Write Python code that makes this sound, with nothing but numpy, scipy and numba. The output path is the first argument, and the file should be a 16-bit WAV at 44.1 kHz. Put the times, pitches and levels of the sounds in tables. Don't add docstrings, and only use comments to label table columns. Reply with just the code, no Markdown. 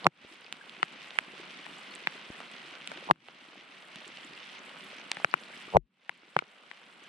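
import sys
import numpy as np
from scipy import signal
from scipy.fft import rfft, irfft
from scipy.io import wavfile
from scipy.ndimage import uniform_filter1d
from numba import njit

SR = 44100
rng = np.random.default_rng(int(sys.argv[2]) if len(sys.argv) > 2 else 0)


def store_wav(level_fs):
    pcm = np.round(np.clip(np.atleast_2d(level_fs), -1, 1) * 32767)
    wavfile.write(sys.argv[1], SR, pcm.T.astype(np.int16))


N = 312228

# f/Hz, level/dB per Hz
RAIN_SPECTRUM = [(18, -46), (30, -10), (86, -30.5), (106, -36), (141, -5), (215, 0), (295, -3.5), (374, -2),
                 (520, -4), (866, -4), (1600, 0), (2980, -0.5), (4400, -10.5), (6380, -19), (8300, -20.5),
                 (10300, -27.5), (11800, -40), (14000, -43.5), (16000, -66)]
# f/Hz, correlation/0-1
RAIN_LIKENESS = [(60, 0), (130, 0.6), (290, 0.92), (640, 0.9), (1410, 0.2), (3100, 0.89), (5000, 0.4),
                 (6800, 0), (15000, 0.3)]
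# f/Hz, power share/0-1
PATTER_SHARE = [(100, 0.18), (300, 0.7), (1000, 0.3), (3000, 0.31), (8000, 0.9)]
# f/Hz, depth/dB
RAIN_FLICKER = [(100, 1.5), (1000, .8), (4000, 1), (8000, 1.7), (12000, 2.2)]
# t/s, peak level/dB, main pitch f/Hz, treble gain/dB, left minus right/dB,
# bass gain/dB, right port delay/ms, blow width/cycles (floor 0.1), blow gain/dB, snap gain/dB,
# fall below main pitch/dB per octave, ring length/factor
WRAP_DROPS = [(0.0447, -21.5, 4000, -31, -1.5, -41, -0.024, 1, 7, -2, 6, 1),
              (0.0668, 26.5, 1022, -47, -2, -16, -0.12, 0.55, 7.5, 3, 3, 0.97),
              (.087, -27, 3300, -20, -2, -35, .02, 0.24, 11, -8, -3, 1.3),
              (0.5257, -11.5, 2960, -11, -6, -39, 0.05, 0.33, 4.5, 11, 9, 0.37),
              (0.6952, -27.5, 2840, -17, -3.5, -35, 0, 0.49, 7.5, 12, 15, 1.3),
              (0.767, -30, 2460, -35, -2, -32, .02, 0.57, 10, -3, 11, 1.2),
              (0.8291, -3, 1237, -32.5, 2, -31.5, 0.47, 0.36, 4, -3.5, 14, 0.92),
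              (1.1066, -26, 2930, -21.5, 2, -37, 0, 0.31, 13, 4, 18, 1.1),
              (1.1578, -32, 2200, -33, 1, -35, 0.052, .26, 11, -2, 8, 1.1),
              (1.1874, 2.5, 2120, -22.5, -6, -45, -0.29, 0.42, 8, -11, 17, 0.88),
              (1.665, -25, 1780, -29, 11, -34, 0.21, 0.36, 13, -2, 0, 1.1),
              (1.825, -41, 2350, -23, -6, -32, .02, .3, 4, 0, 8, 1.1),
              (2.072, -4, 2200, -23, 0.5, -27, -0.14, 0.34, 13, 7, 6.5, 1),
              (2.1784, -34, 2120, -32, -7, -30, 0.16, .25, -4, 0, 8, 1.1),
              (2.4026, -28.5, 690, -21, -0.5, -23, 0, .3, -4, 0, 19, 0.81),
              (2.8745, -19.5, 3050, -10, -5.5, -38, -0.051, 0.17, 0.5, 11, 10, 0.88),
              (2.9155, -25, 563, -21, 1, -28, 0.4, 0.39, 5, -5, 8, 1.2),
              (2.9738, -28.5, 2720, -24, 3, -28, 0.02, .3, -2, 6, 8, 1.6),
              (3.1102, 30, 930, -58, 12, -17.5, -0.35, 0.44, 9.5, -3.5, 20, 0.86),
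              (3.135, -31, 3510, -25, 3, -36, .02, 0.28, 8, -1, 8, 0.81),
              (3.1585, -23, 1483, -30, 9, -30, 0.11, 0.19, 10, -1, 6, .9),
              (3.2846, -23, 1275, -25, -3.5, -22, -0.048, 0.29, 2, 6.5, 2, 1.3),
              (3.451, -40.5, 1320, -20.5, 2, -25, 0.11, 0.13, 8, -4, -2, 0.64),
              (3.9583, -27, 2800, -14, -4, -21, -0.02, 0.42, 5, 6, 8, 0.92),
              (4.046, -30.5, 2770, -25, -15, -31, 0.047, .3, 2, 10, 12, 1.1),
              (4.3764, -33, 2820, -34, -3, -33, .02, 0.43, -4, 4, 13, 1.7),
              (4.588, -42, 2620, -24, 3, -23, 0.33, 0.25, 12, 0, 8, 1.1),
              (4.767, -33, 1163, -36, -3, -21, .02, 0.68, 7, -4, 8, 1.4),
              (4.914, -35, 2480, -25, 1, -38, 0.018, .23, 11, -3, 8, 1),
              (5.1161, -12, 2430, -10.5, -0.5, -38, 0, 0.073, 4, 7, 7, 0.89),
              (5.1695, -23, 1680, -21, 3, -19, 0.079, 1, 8.5, 2, 2.5, 1.3),
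              (5.1998, -30, 830, -13, -1, -33, 0, 0.51, 15, 11, 8, 1.1),
              (5.2455, 3, 1487, -29.5, 6.5, -23.5, -0.32, 0.31, -1, -20.5, 3.5, 0.66),
              (5.3397, 3, 1483, -30, 8.5, -30.5, 0.33, 0.39, 11.5, -12.5, 18, 1.17),
              (5.4362, -29, 3200, -36, 1, -28, 0.012, 0.35, 11, -3, 8, 1.1),
              (5.768, 45, 713, -69, 9.5, -8, -0.24, 0.42, 12, -8, -3.5, 1.14),
              (6.0935, -4, 1650, -27.5, 6, -37, -0.084, 0.28, -1, -10, 8.5, 1.04),
              (6.3642, 4.5, 498, -43.5, 6, -16.5, -0.24, 0.47, 5.5, -6, 12.5, 0.75),
              (6.3895, 0.5, 1460, -31, 9, -36, 0.43, 0.37, 6, -4.5, 14, 1.3),
              (6.422, -17, 786, -38, -7, -18, -0.65, 0.21, 12.5, -14, 7, 1.6),
              (6.7136, -13.5, 1488, -31, 17, -34, -0.063, 0.35, 8, -4, 9, 0.94)]
# f/Hz, level/dB, t60/s
WRAP_MODES = [(151, 9, 0.037), (345, 5, 0.032), (508, -1.5, 0.014), (806.5, 2, 0.012),
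              (1008.5, -2.5, 0.003), (1341.3, -2, 0.0097), (1650, -0.5, 0.007), (2139, 0, 0.007),
              (2782, -2.5, 0.0053), (3200, -5.5, 0.002), (4000, -11.5, 0.0065), (5000, 14, 0.00084),
              (6880, 5.5, 0.0024), (8650, 6.5, 0.0028), (11000, -25, .003), (14060, -30.5, .002)]
# t/s, peak level/dB before panning, f/Hz, swell/cycles
HULL_BUMPS = [(0.248, -33, 383, 0.26), (0.3137, -43.5, 314, 0.95), (0.6676, -47, 423, 0.91),
              (.799, -43, 330, 0.95), (1.158, -40, 840, 0.85), (1.397, -40, 367, 0.79),
              (2.021, -47, 398, 0.88), (2.152, -46, 370, .8), (2.3023, -31.5, 278, 0.186),
              (2.979, -44, 370, 1), (3.025, -41.5, 530, 1), (3.4855, -42, 325, 0.71),
              (3.556, -40, 715, 0.83), (3.985, -47.5, 320, 0.65), (4.247, -46.5, 300, 0.97),
              (4.68, -51, 364, 0.85), (4.931, -40, 560, 0.55), (5.502, -44.5, 560, 0.47),
              (5.6797, -41, 367, 0.51), (6.232, -43, 316, 0.89)]
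# t/s, peak level/dB before panning, f/Hz
GEAR_SPRAY = [(.356, -54, 6860), (0.445, -40, 4580), (.722, -57, 7800), (.8116, -61, 6000),
              (.926, -50, 7580), (1.085, -52, 7000), (1.405, -56, 8200), (1.7554, -50, 5500),
              (1.784, -46, 7600), (1.952, -36, 8140), (2.3111, -54, 6000), (2.5154, -47, 8180),
              (3.8028, -60.5, 8700), (3.885, -53, 8150), (3.957, -55, 8200), (4.0791, -38.5, 7700),
              (4.2476, -44.5, 7300), (4.351, -45, 4500), (4.592, -48, 6360), (4.844, -52, 10300),
              (4.9968, -47, 5800), (5.1473, -47, 8400), (5.3136, -39, 4640), (5.366, -54, 4300),
              (5.574, -52, 5400), (7.0396, -48, 6500)]
# t/s, peak level/dB, initial f/Hz, swell/cycles, glide/share (final rise is twice this)
LAKE_BUBBLES = [(0.611, -37, 1570, 3.5, 0.074), (1.652, -43, 1760, 4.2, 0.074), (1.698, -45, 2800, 6, .08),
                (1.912, -47, 4200, 11, .08), (5.535, -43.5, 2160, 5.5, 0.08), (6.106, -46, 873, 5.9, 0.56)]

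RAIN_RMS_DB, RAIN_RIGHT_DB = -48.5, 0.92
PLIP_DB, PLIP_HZ, PLIP_CYCLES = -53, 2702, 5
BASS_HZ, SNAP_HZ, TREBLE_HZ = 400, 2300, 4500
SLOPE_DB_PER_OCT, SLOPE_PER_DB = 1, 0.01
BASS_PAN_DB, LOW_CUT_HZ = 4, 150
LEAD_CYCLES = 2
SPLASH_HZ, SPLASH_OCTAVES = 1200, 3.6
HEAVY_DB, JOLT_FROM_DB, JOLT_DB = 10, 35, -24.5
STUTTER_S, STUTTER_DB, STUTTER_STEP_DB = 0.0107, -45.5, -12
BUMP_PAN_DB, FAINT_BUMP_DB, FAINT_BUMP_HZ = 2.5, -49, 310
SPRAY_PAN_DB = -12.5
RUMBLE_CUT_HZ, TOP_HZ = 42, 16200


def undb(db):
    return 10 ** (np.asarray(db) / 20)


def unit(x):
    return x / np.sqrt(np.mean(x ** 2))


def over_hz(table, hz):
    table_hz, value = np.array(table).T[:2]
    return np.interp(np.log(hz), np.log(table_hz), value)


def highpass(x, hz):
    return signal.sosfilt(signal.butter(2, hz, "high", fs=SR, output="sos"), x)


def band(x, hz, octaves):
    edges_hz = hz * 2. ** (np.array([-octaves, octaves]) / 2)
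    edges_hz = np.minimum(edges_hz, .45 * SR)
    return signal.sosfilt(signal.butter(2, edges_hz, "band", fs=SR, output="sos"), x)


def walk(rate_hz):
    k = int(SR / rate_hz)
    steps = np.repeat(rng.standard_normal(N // k + 1), k)
    return 1.3 * uniform_filter1d(uniform_filter1d(steps, k), k)[:N]


def add(out, s, sound, db, pan_db):
    i = int(s * SR)
    sound = sound[:, :N - i] / np.abs(sound).max()
    side_db = np.array([[pan_db], [-pan_db]]) / 2
    out[:, i:i + sound.shape[1]] += sound * undb(db + side_db)


def grain(hz, cycles, glide=0):
    u = np.arange(int(8 * cycles * SR / hz)) * hz / SR
    envelope = u / cycles * np.exp(-u / cycles)
    tone = np.sin(2 * np.pi * u * (1 + glide * u / (8 * cycles)))
    return np.tile(envelope * tone, (2, 1))


def faint(db, hz, count, spread_db=3, spread_octaves=0.31):
    place = rng.random(count)
    level, pitch = rng.standard_normal((count, 2)).T
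    return np.transpose([place * (N - 1) / SR, db + spread_db * level, hz * 2 ** (spread_octaves * pitch)])


def patter(per_s, spread_db, most=12000):
    place, keep = rng.random(most), rng.random(most)
    size, sign = rng.standard_normal(most), rng.standard_normal((2, most))
    out = np.zeros((2, N))
    kept = keep < per_s * N / SR / most
    out[:, (place * N).astype(int)] = sign * undb(spread_db * size) * kept
    return unit(out)


def rain(drops_per_s_at_2khz=900, spread_db=4):
    out, swell = 0, walk(0.31)
    f = np.arange(N // 2 + 1) * SR / N + 1
    spectrum = undb(over_hz(RAIN_SPECTRUM, f))
    for count, hz in enumerate(32 * 2 ** np.arange(0, 9.1, .5)):
        if count % 4 == 0:
            hiss = rfft(rng.standard_normal((2, N)))
            drops = rfft(patter(drops_per_s_at_2khz * (hz / 2000) ** .4, spread_db))
            flicker = walk(22)
        share = np.clip(over_hz(PATTER_SHARE, hz), 0, 1)
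        alike = np.clip(over_hz(RAIN_LIKENESS, hz), 0, 1)
        window = np.cos(np.pi * np.clip(np.log2(f / hz), -.5, .5)) ** 2
        mix = np.sqrt(1 - share) * hiss + np.sqrt(share) * drops
        mid, side = irfft(mix * window * spectrum, N)
        flutter = undb(0.27 * swell + over_hz(RAIN_FLICKER, hz) * flicker)
        stereo = np.sqrt(1 + alike) * mid + np.sqrt(1 - alike) * side * np.array([[1], [-1]])
        out = out + flutter * stereo
    return unit(out) * undb(RAIN_RMS_DB + np.array([[0], [RAIN_RIGHT_DB]]))


def plips():
    out = np.zeros((2, N))
    events = faint(PLIP_DB, PLIP_HZ, count=500, spread_octaves=.35)
    for (s, db, hz), pan in zip(events, rng.standard_normal(500)):
        add(out, s, grain(hz, PLIP_CYCLES, 0.13), db, 4 * pan)
    return out


def drop(hz, treble_db, pan_db, bass_db, lag_ms, width, blow_db, snap_db, under_db, length, slope_db,
         slack=0.027, scatter_db=1.2, push_cycles=1.08, splash_db=-24, splash_t60_s=0.03):
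    f, db, t60 = np.transpose(WRAP_MODES)[:, :, None]
    early = np.arange(3000) / SR - LEAD_CYCLES / hz
    t = np.maximum(early, 0)

    middle = (f > BASS_HZ) & (f < TREBLE_HZ)
    fall_db = np.where(f > hz, slope_db, under_db) * np.abs(np.log2(f / hz))
    outer_db = np.where(f < BASS_HZ, bass_db, treble_db)
    db = db + np.where(middle, -fall_db, outer_db)
    db = db + snap_db * (middle & (f > SNAP_HZ))

    nearest_hz = f[np.argmin(np.abs(np.log(f / hz)))]
    tension = np.where(middle & (f < SNAP_HZ), hz / nearest_hz, 1)
    shift, *scatter, turn = rng.standard_normal((len(WRAP_MODES), 4)).T[:, :, None]
    mode_hz = f * tension * (1 + slack * shift)
    sense = (-1.) ** np.arange(len(WRAP_MODES))[:, None]

    splash = band(rng.standard_normal((2, len(t))), SPLASH_HZ, SPLASH_OCTAVES)
    splash = splash * np.exp(-np.log(1000) * t / splash_t60_s)
    sound = []
    for side, own, spatter in zip((1, -1), scatter, splash):
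        delay_s = max(-side * lag_ms, 0) / 1000
        late = np.maximum(t - delay_s, 0)
        u = np.where(f > BASS_HZ, late, t)
        side_db = side * np.where(f > BASS_HZ, pan_db, BASS_PAN_DB) / 2
        decay = np.exp(-np.log(1000) * np.maximum(u - push_cycles / hz, 0) / (t60 * max(length, .3)))
        phase = 0.37 * side * turn * (f > BASS_HZ)
        ring = sense * decay * np.sin(2 * np.pi * mode_hz * u + phase)
        modes = np.sum(undb(db + side_db + scatter_db * own) * ring, axis=0)
        rise = np.minimum(late * hz / push_cycles, 1) ** 2
        cycle = (early - delay_s) * hz - push_cycles
        blow = -np.exp(-(cycle / max(width, .1)) ** 2 / 2) * np.cos(2 * np.pi * cycle)
        wet = rise * (modes + undb(splash_db) * spatter)
        sound.append(wet + undb(blow_db + side * pan_db / 2) * blow)
    return highpass(sound, LOW_CUT_HZ)


def stutter_ahead(out, start_s, sound, db):
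    dull = band(band(sound, 760, 1.1), 760, 1.1)
    dull = dull + undb(2) * band(sound, 170, 1.4) + undb(-3) * band(sound, 380, 1.0)
    dull /= np.abs(dull).max(axis=1, keepdims=True)
    for k in range(4):
        ahead_s = .0008 + (k + 1) * STUTTER_S
        add(out, start_s - ahead_s, dull, db + STUTTER_DB + k * STUTTER_STEP_DB, 0)


def heavy_rumble(out, s, db, rumble_db=-62, rumble_t60_s=0.36):
    t = np.arange(SR // 2) / SR
    rumble = band(rng.standard_normal(len(t)), 200, 0.85) * np.exp(-np.log(1000) * t / rumble_t60_s)
    add(out, s, np.tile(rumble, (2, 1)), db + rumble_db, 0)


def mount_jolt(out, s, after_db=28):
    add(out, s - .017, grain(77.0, cycles=0.94), JOLT_DB, 18)
    add(out, s - .012, grain(140, cycles=1.5), JOLT_DB + 10, 4)
    add(out, s, grain(44, cycles=0.51), JOLT_DB + after_db, 18)


def wrap():
    out = np.zeros((2, N))
    for s, db, hz, *colour in WRAP_DROPS:
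        slope_db = SLOPE_DB_PER_OCT + SLOPE_PER_DB * max(db, 0)
        sound = drop(hz, *colour, slope_db)
        start_s = s - LEAD_CYCLES / hz
        add(out, start_s, sound, db, 0)
        if db > HEAVY_DB:
            stutter_ahead(out, start_s, sound, db)
            heavy_rumble(out, s, db)
        if db > JOLT_FROM_DB:
            mount_jolt(out, s)
    return out


def bumps():
    out = np.zeros((2, N))
    for s, db, hz, cycles in HULL_BUMPS:
        add(out, s, grain(hz, cycles), db, BUMP_PAN_DB)
    for s, db, hz in faint(FAINT_BUMP_DB, FAINT_BUMP_HZ, count=30):
        add(out, s, grain(hz, cycles=0.7), db, 0)
    return out


def spray():
    out = np.zeros((2, N))
    for s, db, hz in GEAR_SPRAY:
        add(out, s, band(grain(hz, cycles=1.6), hz, 1.0), db, SPRAY_PAN_DB)
    return out


def bubbles():
    out = np.zeros((2, N))
    for s, db, hz, cycles, glide in LAKE_BUBBLES:
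        add(out, s, grain(hz, cycles, glide), db, 0)
    return out


def scene():
    return rain() + plips() + wrap() + bumps() + spray() + bubbles()


@njit
def limiter_db(over_db, attack, quick, slow, share):
    cut, fast, rest = np.empty(len(over_db)), 0., 0.
    for i in range(len(over_db)):
        if over_db[i] > fast:
            fast = fast + attack * (over_db[i] - fast)
        else:
            fast = max(fast - quick, 0.)
        rest = max(rest - slow, share * fast)
        cut[i] = max(fast, rest)
    return cut


def record(dry, knee_db=-13, attack_s=0.00088, ahead_s=0.00039, quick_db_s=125, slow_db_s=7.5,
           linger=0.3, ceiling=0.716):
    over_db = 20 * np.log10(np.abs(dry).max(axis=0) + 1e-9) - knee_db
    attack = 1 - np.exp(-1 / (attack_s * SR))
    cut_db = limiter_db(over_db, attack, quick_db_s / SR, slow_db_s / SR, linger)
    cut_db = np.interp(np.arange(N) + ahead_s * SR, np.arange(N), cut_db)
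    held = np.clip(dry * undb(-cut_db), -ceiling, ceiling)
    held = highpass(held, RUMBLE_CUT_HZ)
    return signal.sosfilt(signal.ellip(8, .2, 70, TOP_HZ, fs=SR, output="sos"), held)


dry = scene()
out = record(dry)
store_wav(out)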